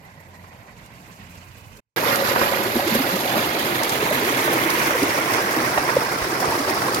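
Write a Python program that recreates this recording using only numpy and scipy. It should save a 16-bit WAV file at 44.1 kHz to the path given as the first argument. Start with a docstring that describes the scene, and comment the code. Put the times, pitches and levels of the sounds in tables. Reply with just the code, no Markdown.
"""A faint rush from far down a garden channel is heard first; after a near-silent moment water gushes close by.
Pumped water falls from a concrete outlet into a basin, and the microphone moves upstream over the foam to the fall.
The water is noise swelling in octave bands, ringing bubbles and snapping drops, driven by shared random surges.
Hollow gulps are short rising tones; slaps and splashes are noise bursts; a faint wavering hum lies under the far rush.
Distance and place are set by level, spectrum and one gliding echo, heard at two microphone ports."""
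import sys
import numpy as np
from scipy import signal
from scipy.fft import rfft, irfft
from scipy.io import wavfile
from scipy.ndimage import uniform_filter1d

SR = 44100
rng = np.random.default_rng(int(sys.argv[2]) if len(sys.argv) > 2 else 0)


def bounce(signal):
    """Save signal as a 16-bit WAV file at the path given by the first command-line argument."""
    frames = np.transpose(np.atleast_2d(signal))
    limited = np.clip(frames, -1, 1)
    pcm = np.round(limited * 32767).astype(np.int16)
    wavfile.write(sys.argv[1], SR, pcm)


N = 308700
TIME = np.arange(N) / SR
BINS = np.fft.rfftfreq(N, 1 / SR)

# Colour of the near water at four places along the walk.
# Each row: frequency in Hz, left and right port in relative dB.
RUNOFF_COLOUR = [(30, -30, -38), (60, -21, -20), (125, -8, -9.5), (330, -8.5, -9), (576, -4.5, -0.5),
                 (620, -6.5, -9.5), (950, -5.5, -5), (1500, -12, -7), (2060, -17, -7.5), (3200, -23.5, -16),
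                 (4800, -25, -16), (6900, -25.5, -6.5), (8300, -26, -30), (9760, -26.5, -24.5),
                 (12240, -25, -9.5), (15500, -29, -32)]
FOAM_COLOUR = [(30, -22, -26), (60, -21, -18), (128, -11.5, -12.5), (252, -9, -8.5), (460, -9.5, -6.5),
               (614, -6, -5.5), (1270, -13, -8.5), (2060, -13.5, -8), (3020, -18, -11.5),
               (4560, -20.5, -11), (6570, -19, -4.5), (7900, -23, -26.5), (9760, -23, -23.5),
               (12000, -22, -8), (15500, -23, -31)]
APRON_COLOUR = [(30, -25, -25), (60, -14, -23), (129, -12, -7), (196, -10.5, -15), (320, -7, -3.5),
                (790, -9.5, -8.5), (990, -6.5, -3.5), (1530, -10.5, -6.5), (2130, -11.5, -3),
                (2850, -17, -11.5), (3760, -19, -9), (5750, -19, -7), (8040, -20, -29), (10000, -19, -20.5),
                (11900, -19, -13), (15500, -19, -28)]
FALL_COLOUR = [(30, -31.0, -7), (60, -14, -4.5), (129, -0.5, 0), (191, -4.5, -7), (330, 2, 4),
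               (1030, 0, 2.5), (1460, -11.5, -3.5), (2020, -12, -3.5), (2750, -17, -9.5), (5660, -21, -11),
               (6330, -17, -21.5), (7900, -20.5, -28), (10000, -18.5, -25.5), (11800, -20, -20),
               (16200, -21, -40)]
# Times in seconds when the microphone is over the runoff, the foam, the apron and the fall.
NEAR_PLACE_TIMES = [2.35, 3.3, 4.65, 5.9]

# Colour of the far water among the plants and on the open bank.
# Each row: frequency in Hz, left and right port in relative dB.
PLANTS_COLOUR = [(30, -22, -13), (57, -10, -2), (80, -16, -8.5), (122, -3.5, 2.5), (347, -17.5, -14.5),
                 (620, -14, -12), (1020, -12, -11.5), (1200, -26, -19), (1520, -20, -17), (1730, -25, -18),
                 (1930, -21, -10.5), (2600, -28, -20), (3220, -29.5, -26.5), (7500, -35, -28),
                 (9500, -37, -35.5), (13000, -38, -26), (16000, -43, -49)]
BANK_COLOUR = [(30, -22, -2), (80, -9, -2.5), (112, -5, 3), (160, -10, -9), (240, -12, -7),
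               (344, -20.5, -19), (1070, -18.5, -15.5), (1320, -23, -21.5), (2000, -30, -22),
               (2670, -29, -18.5), (3350, -34, -31), (7600, -38, -28.5), (9500, -37, -37.5),
               (13000, -39, -29.5), (16000, -40, -46)]
# Times in seconds when the microphone is among the plants and on the open bank.
FAR_PLACE_TIMES = [0.35, 1.6]

# Level of the water along the way, before gushes and sloshing.
# Each row: time in seconds, churning in dB, splashing in dB.
NEAR_LEVELS = [(1.98, -26.5, -27), (2.7, -26.5, -28.5), (3.7, -26, -27.5), (4.8, -26.5, -26.5),
               (5.6, -26.5, -27.5), (6.2, -28, -28.5), (7.0, -26, -29)]
FAR_LEVELS = [(0, -48.5, -54), (0.85, -47, -52.5), (1.35, -48, -50.5), (1.7, -47, -53), (1.8, -44, -52)]
# Gushes from the pump. Each row: crest in seconds, lift of the churning in dB, lift of the splashing in dB.
PUMP_GUSHES = [(1.22, 2, 1), (1.39, 1, 0.5), (2.1, 1.5, 3.5), (2.29, 0.5, 3), (2.42, 2, 3), (2.53, -2, 1),
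               (2.95, -1, 3), (3.36, 3.5, 1), (4.39, 1.5, 1.5), (4.55, 3, -0.5), (4.83, 0.5, 2.5),
               (5.35, 2.5, 2.5), (5.61, 1, 0.5), (6.47, 3.5, -1)]

# Air pockets ringing under the water. Each row: crest in seconds, pitch in Hz, peak in dB before trim.
AIR_POCKETS = [(2.071, 490, -19), (2.201, 565, -18), (2.226, 550, -16), (2.317, 550, -14),
               (2.369, 750, -23), (2.431, 550, -20), (2.523, 550, -18.5), (2.563, 555, -20.5),
               (2.611, 380, -21.5), (2.67, 390, -20), (2.765, 343, -14.5), (2.768, 242, -14.5),
               (2.797, 750, -19), (2.873, 344, -17.5), (2.927, 219, -17.5), (2.954, 535, -17),
               (2.962, 231, -15), (3.007, 267, -15), (3.143, 191, -20.5), (4.031, 420, -17.5),
               (4.115, 613, -12), (4.229, 412, -18), (4.276, 394, -19), (4.355, 460, -22),
               (4.48, 592, -17.5), (4.551, 340, -19.5), (4.637, 325, -19), (4.662, 316, -19.5),
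               (4.779, 520, -21), (4.909, 592, -22), (4.956, 496, -14.5), (5.018, 372, -19.5),
               (5.032, 286, -12), (5.09, 318, -19.5), (5.334, 355, -21), (5.451, 201, -27),
               (5.573, 317, -18), (5.783, 800, -13), (5.97, 528, -4.5), (6.329, 332, -20.5),
               (6.426, 750, -20), (6.484, 318, -25), (6.524, 930, -15), (6.605, 277, -19),
               (6.686, 585, -20.5), (6.886, 1076, -14)]
# Sharp splashes. Each row: start in seconds, level in dB before trim.
SPLASH_EVENTS = [(0.8594, -35.5), (1.3728, -39), (1.7699, -36), (2.1565, -10), (3.832, -9.5), (3.893, -10),
                 (3.901, -15), (4.701, -10.5), (5.029, -12), (5.3353, -12.5), (6.9446, -8.5)]
# Lumps of water slapping the pool. Each row: start in seconds, level in dB before trim.
SLAP_EVENTS = [(0.44, -34), (2.034, -14), (2.083, -17), (2.104, -12.5), (2.358, -7), (2.412, -9.5),
               (2.461, -12), (2.532, -14), (3.296, -14), (4.061, -12.5), (4.474, -14.5), (4.8, -13),
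               (4.906, -9.5), (5.381, -13), (5.562, -17), (5.774, -7.5), (5.887, -10.5), (6.44, -13.5),
               (6.818, -13)]
# Spectra of the splashes and the slaps. Each row: frequency in Hz, relative level in dB.
SPLASH_SPECTRUM = [(500, -25), (2000, -8), (4800, 6.5), (8500, -1.5), (12000, 0.5), (16000, -14)]
SLAP_SPECTRUM = [(150, -13.5), (500, -6), (900, 2), (1500, -3.5), (2300, -12), (5000, -28), (16000, -48)]

# Resonances of the air between the concrete walls. Each row: frequency in Hz, width in Hz, lift in dB.
BASIN_RESONANCES = [(131, 25, 5.4), (239, 40, 2.2), (343, 50, 3)]
# One reflection, gliding as the microphone moves.
# Each row: time in seconds, left delay in seconds, right delay in seconds, signed strength.
WALL_REFLECTION = [(1.96, 0.0059, 0.0047, -0.25), (2.3, 0.0065, 0.0044, -0.38), (3.3, .0068, .00455, -0.18),
                   (4.2, 0.0056, 0.0044, 0.047)]
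GROUND_REFLECTION = [(0, 0.0013, 0.0019, 0.11), (.7, 0.0013, 0.0016, 0.15), (1.2, 0.00174, 0.0021, 0.069),
                     (1.8, 0.0021, 0.00195, 0.33)]
# Hollow in the right-hand hiss, sliding down as the microphone tilts up to the fall.
# Each row: time in seconds, centre in Hz.
HISS_HOLLOW = [(2.0, 6800), (2.8, 6300), (3.75, 5800), (4.15, 5200), (4.5, 4850), (5.0, 4400), (5.9, 3520),
               (7.0, 3230)]
# Likeness of the two microphone ports. Each row: frequency in Hz, coherence from 0 to 1.
PORT_LIKENESS = [(40, 0.9), (150, 1), (400, 0.97), (600, 0.79), (900, 0.52), (1400, 0.37), (2200, 0.19),
                 (5000, 0.008), (12000, 0.036)]
# Hum from place to place. Each row: time in seconds, fundamental in dB, octave in dB, both before trim.
HUM_LEVELS = [(0.05, -59, -69), (0.42, -50.5, -67), (0.8, -69, -59), (1.08, -75, -57), (1.22, -52, -51.5),
              (1.46, -50, -59), (1.7, -62, -69)]

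FAR_END_S, NEAR_START_S = 1.8, 1.9615
PORT_LAG_S = 0.000459  # the right port hears the treble this much later, the bass less
EDGE_HZ = 16000
GUSH_RISE_S, GUSH_FALL_S = 0.04, 0.043  # every gush swells and ebbs alike
SLOSH_HZ = 5.1  # the near pool sloshes at random
GULP_SWELL_S, GULP_SWELL_HZ = 0.0055, 447.8  # swell time of a gulp of this pitch; lower ones last longer
GULP_BURST_DB, GULP_HALVING_DB = -19, 20  # above this level, half the swell time for every such step


def near_water(surge_db=1.06, foam_bubbles_db=-6, clear_bubbles_db=-8.0, spray_db=-4, slosh_db=.5):
    """The jet plunges into the basin: wash, bubbles and spray surge together."""
    surge = surge_db * surges(per_s=110, decay_s=.014)
    water = wash(surge, patchy_db=1.93, patch_hz=45, bass_share=0.73)
    # bubbles smothered in foam ring briefly, those in clear water longer
    water += gain_of(foam_bubbles_db) * bubbles(surge, per_s=1000, cycles=3.6, rise=0.04, spread_db=1.5)
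    water += gain_of(clear_bubbles_db) * bubbles(surge, per_s=260, cycles=11.86, rise=0.021, spread_db=2.5)
    water += gain_of(spray_db) * spray(surge, per_s=2200, spread_db=3.5, tick_s=0.00092)

    heard = ports(enclosed(water, BASIN_RESONANCES))
    heard = echoed(heard, WALL_REFLECTION)
    places = [RUNOFF_COLOUR, FOAM_COLOUR, APRON_COLOUR, FALL_COLOUR]
    heard = hollowed(carried(heard, places, NEAR_PLACE_TIMES))
    lift = gushing() + slosh_db * wander(SLOSH_HZ)
    return flowing(heard, NEAR_LEVELS, lift)


def wash(surge_db, patchy_db, patch_hz, bass_share):
    """Countless merged bubbles: every octave follows the surges and also seethes by itself."""
    white = rfft(rng.standard_normal((2, N)))
    out = np.zeros((2, N))
    centres = np.geomspace(100, 12800, 8)
    for centre, pick in zip(centres, np.eye(len(centres))):
        weight = np.interp(np.log(BINS + 1), np.log(centres), pick)
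        band = irfft(white * weight, N)
        surge_share = np.interp(centre, [200, 3000], [bass_share, 1])
        out += band * gain_of(surge_share * surge_db + patchy_db * wander(patch_hz))
    return evened(out)


def bubbles(surge_db, per_s, cycles, rise, spread_db, count=14):
    """Each bubble rings for a few cycles, rising in pitch as it nears the surface; small ones are commoner."""
    out = np.zeros((2, N))
    edges = np.geomspace(160, 5000, count + 1)
    for low, high in zip(edges, edges[1:]):
        life = cycles / high * (high / 600) ** 0.44
        t = np.arange(int(5 * life * SR)) / SR
        chance = per_s / count * np.sqrt(high / 1000) * gain_of(surge_db) / SR
        side, at = np.nonzero(rng.random((2, N)) < chance)
        pitch, size = rng.random((len(at), 2)).T[:, :, None]
        hz = low * (high / low) ** pitch
        tone = np.sin(2 * np.pi * hz * t * (1 + rise * t / life))
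        ring = tone * np.exp(-t / life) * (1 - np.exp(-t * high))
        ring *= gain_of(spread_db * np.minimum(-np.log(size), 3.5))  # a few are much louder
        # sum all rings of this size group into both channels at once
        places = (side * N + at)[:, None] + np.arange(len(t))
        group = np.bincount(places.ravel(), ring.ravel(), 2 * N)[:2 * N].reshape(2, N)
        out += np.sqrt(high) * evened(group)
    return evened(out)


def spray(surge_db, per_s, spread_db, tick_s):
    """Drops snap on the surface, each with its own small delay between channels and a short hiss."""
    at = np.flatnonzero(rng.random(N) < per_s * gain_of(2 * surge_db) / SR)
    size = gain_of(spread_db * np.minimum(rng.exponential(1, len(at)), 4))
    size = size * rng.choice([-1, 1], len(at))
    drops = np.zeros((2, N))
    late = np.minimum(at + rng.integers(0, 32, len(at)), N - 1)
    drops[0, late] = size
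    drops[1, at] = size
    patter = signal.lfilter([1], [1, -np.exp(-1 / (tick_s * SR))], drops ** 2)
    hiss = np.sqrt(patter) * rng.standard_normal((2, N))
    return evened(evened(drops) + hiss)


def surges(per_s, decay_s):
    """Lumps of water land at random: each raises the noise at once and dies away."""
    lumps = (rng.random(N) < per_s / SR) * rng.uniform(.3, 1, N)
    shots = signal.lfilter([1], [1, -np.exp(-1 / (decay_s * SR))], lumps)
    return evened(shots - shots.mean())


def gushing():
    """Level change of the churning and of the splashing in dB: each gush builds to its crest and ebbs."""
    total = 0
    for s, *lifts in PUMP_GUSHES:
        width = np.where(TIME < s, GUSH_RISE_S, GUSH_FALL_S)
        total = total + np.outer(lifts, np.exp(-((TIME - s) / width) ** 2))
    return total


def gulps(trim_db=-1.0, left_over_right_db=-2, rise=0.021, wobble=0.058):
    """A trapped air pocket swells, rings a few wobbling cycles with rising pitch and is smothered by foam."""
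    out = np.zeros(N)
    for s, hz, db in AIR_POCKETS:
        swell = GULP_SWELL_S * (GULP_SWELL_HZ / hz) ** (2 / 3)
        swell *= .5 ** (max(db - GULP_BURST_DB, 0) / GULP_HALVING_DB)  # loud ones burst sooner
        t = np.arange(-4 * swell, 4 * swell, 1 / SR)
        # the current kneads the pocket
        jolts = evened(uniform_filter1d(rng.standard_normal(SR), size=round(2 * SR / hz)))[:len(t)]
        turns = hz * t * (1 + rise * t / swell / 2) + wobble * jolts + rng.random()
        envelope = gain_of(db + trim_db) * np.exp(-(t / swell) ** 2 / 2)
        add(out, s + t[0], envelope * np.sin(2 * np.pi * turns))
    return balanced(out, left_over_right_db)


def crackles(events, colour, trim_db, rise_s, decay_s, left_over_right_db):
    """Thrown water slaps down and scatters into a short crackle: a burst of uneven noise."""
    out = np.zeros((2, N))
    t = np.arange(3000) / SR
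    for s, db in events:
        grains = gain_of(2.7 * rng.standard_normal(len(t)))
        crackle = evened(rng.standard_normal((2, len(t))) * grains)
        envelope = np.exp(-t / decay_s) * (1 - np.exp(-t / rise_s))
        add(out, s, gain_of(db + trim_db) * crackle * envelope)
    shape = evened(gain_of(read(colour, BINS)))
    return balanced(irfft(rfft(ports(out)) * shape, N), left_over_right_db)


def thump(at_s=6.222, hz=60, level_db=-23, length_s=0.0055):
    """One soft, low bump, mostly on the right: a sine under a bell-shaped swell."""
    t = TIME - at_s
    bump = gain_of(level_db) * np.exp(-(t / length_s) ** 2 / 2) * np.sin(2 * np.pi * hz * t)
    return bump * np.array([[.3], [1]])


def far_water(surge_db=0.9, bubbles_db=-8.0, spray_db=-8):
    """From down the channel: a low rumble and a soft, trickling rush of wash, bubbles and spray."""
    surge = surge_db * surges(per_s=80, decay_s=0.015)
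    water = wash(surge, patchy_db=2.8, patch_hz=30, bass_share=0.63)
    water += gain_of(bubbles_db) * bubbles(surge, per_s=750, cycles=11.2, rise=0.02, spread_db=2.5)
    water += gain_of(spray_db) * spray(surge, per_s=980, spread_db=3.5, tick_s=0.00077)
    heard = echoed(ports(water), GROUND_REFLECTION)
    heard = carried(heard, [PLANTS_COLOUR, BANK_COLOUR], FAR_PLACE_TIMES)
    return flowing(heard, FAR_LEVELS, gushing())


def pump(hz=89.0, trim_db=1, waver=0.0061, left_over_right_db=-2.0):
    """A faint hum and its octave, likely the distant pump, wavering slightly in pitch."""
    s, *levels = np.transpose(HUM_LEVELS)
    turns = np.cumsum(hz * (1 + waver * wander(1.8))) / SR
    hum = np.zeros(N)
    for harmonic, db in enumerate(levels, 1):
        hum += gain_of(np.interp(TIME, s, db) + trim_db) * np.sin(2 * np.pi * harmonic * turns)
    return balanced(np.sqrt(2) * hum, left_over_right_db)  # table levels are rms


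def enclosed(x, modes):
    """The air between the concrete walls rings in a few low modes."""
    ring = 1 + sum((gain_of(db) - 1) / (1 + 2j * (BINS - hz) / width) for hz, width, db in modes)
    return irfft(rfft(x) * ring, N)


def ports(x):
    """Two microphone ports: alike in the bass, nearly unrelated in the treble, the right one late."""
    left, other = rfft(x)
    same = np.clip(read(PORT_LIKENESS, BINS), 0, 1)
    lag = PORT_LAG_S * BINS / np.hypot(BINS, 1200)
    right = same * left + np.sqrt(1 - same ** 2) * other
    right = right * np.exp(-2j * np.pi * BINS * lag)
    return irfft(np.array([left, right]), N)


def echoed(x, path):
    """Adds one reflection with a gliding delay, which combs the rush."""
    s, *delays, strength = np.transpose(path)
    late = [np.interp(TIME - np.interp(TIME, s, delay), TIME, side) for side, delay in zip(x, delays)]
    return x + np.interp(TIME, s, strength) * np.array(late)


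def carried(x, places, times):
    """The colour glides from place to place as the microphone is carried along."""
    hz, t, z = signal.stft(x, SR, nperseg=2048)
    nearness = np.array([np.interp(t, times, pick) for pick in np.eye(len(places))])
    colours = np.array([[read(place, hz, axis=side + 1) for place in places] for side in range(2)])
    glide_db = colours.transpose(0, 2, 1) @ nearness
    audible = (hz > 25)[:, None]
    return signal.istft(z * gain_of(glide_db) * audible, SR)[1][:, :N]


def hollowed(x, depth_db=12.0, width_hz=900):
    """Carves the gliding hollow out of the right port."""
    hz, t, z = signal.stft(x, SR, nperseg=1024)
    offset = hz[:, None] - np.interp(t, *np.transpose(HISS_HOLLOW))
    z[1] *= gain_of(-depth_db * np.exp(-(offset / width_hz) ** 2 / 2))
    return signal.istft(z, SR)[1][:, :N]


def flowing(x, flow, lift_db):
    """Low churning and high splashing take their level from the microphone's place and swell with the flow."""
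    s, *levels = np.transpose(flow)
    low = irfft(rfft(x) / (1 + (BINS / 1200) ** 8), N)
    out = np.zeros((2, N))
    for band, level, swell in zip((low, x - low), levels, lift_db):
        power = uniform_filter1d(band.mean(0) ** 2, size=7000)  # evens the level over about 0.16 s
        out += band / np.sqrt(abs(power) + 1e-20) * gain_of(np.interp(TIME, s, level) + swell)
    return out


def gain_of(db):
    """Decibels to amplitude."""
    return 10 ** (np.asarray(db) / 20)


def evened(x):
    """Scales to rms 1."""
    return x / np.sqrt(np.mean(x ** 2) + 1e-20)


def balanced(x, left_over_right_db):
    """Sets the left against the right, half the difference on each side."""
    return x * gain_of([[left_over_right_db / 2], [-left_over_right_db / 2]])


def read(points, hz, axis=1):
    """One column of a spectrum table on a log-frequency axis."""
    table = np.transpose(points)
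    return np.interp(np.log(hz + 1), np.log(table[0] + 1), table[axis])


def add(mix, s, sound):
    """Lays a sound into the mix at time s."""
    part = mix[..., max(round(s * SR), 0):][..., :sound.shape[-1]]
    part += sound[..., :part.shape[-1]]


def wander(rate_hz):
    """Smooth chance of rms 1, changing up to about the given rate."""
    return evened(irfft(rfft(rng.standard_normal(N)) * np.exp(-(BINS / rate_hz) ** 2), N))


def scene():
    """The far rush with its hum, then the gush close by; gulps, slaps and splashes lie over them."""
    near = np.clip((TIME - NEAR_START_S) / .001, 0, 1)
    near_bed = near_water() + thump()
    far_bed = far_water() + pump()
    splashes = crackles(SPLASH_EVENTS, SPLASH_SPECTRUM, trim_db=-7, rise_s=0.00059, decay_s=0.005,
                        left_over_right_db=-2.5)
    slaps = crackles(SLAP_EVENTS, SLAP_SPECTRUM, trim_db=-3.0, rise_s=0.0017, decay_s=0.0088,
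                     left_over_right_db=-4.5)
    return near * near_bed + (1 - near) * far_bed + gulps() + slaps + splashes


def record(dry):
    """The microphone's low cut, a near-silent moment between the two places, then the band limit."""
    low_cut = signal.butter(4, 42, "high", fs=SR, output="sos")
    thinned = signal.sosfilt(low_cut, dry)
    running = np.clip((FAR_END_S - TIME) / 0.011 + .5, gain_of(-47), 1)
    thinned *= np.maximum(running, TIME >= NEAR_START_S)
    band_limit = signal.firwin(511, EDGE_HZ, window=("kaiser", 9), fs=SR)
    return signal.oaconvolve(thinned, band_limit[None], "same")


dry = scene()
out = record(dry)
bounce(out)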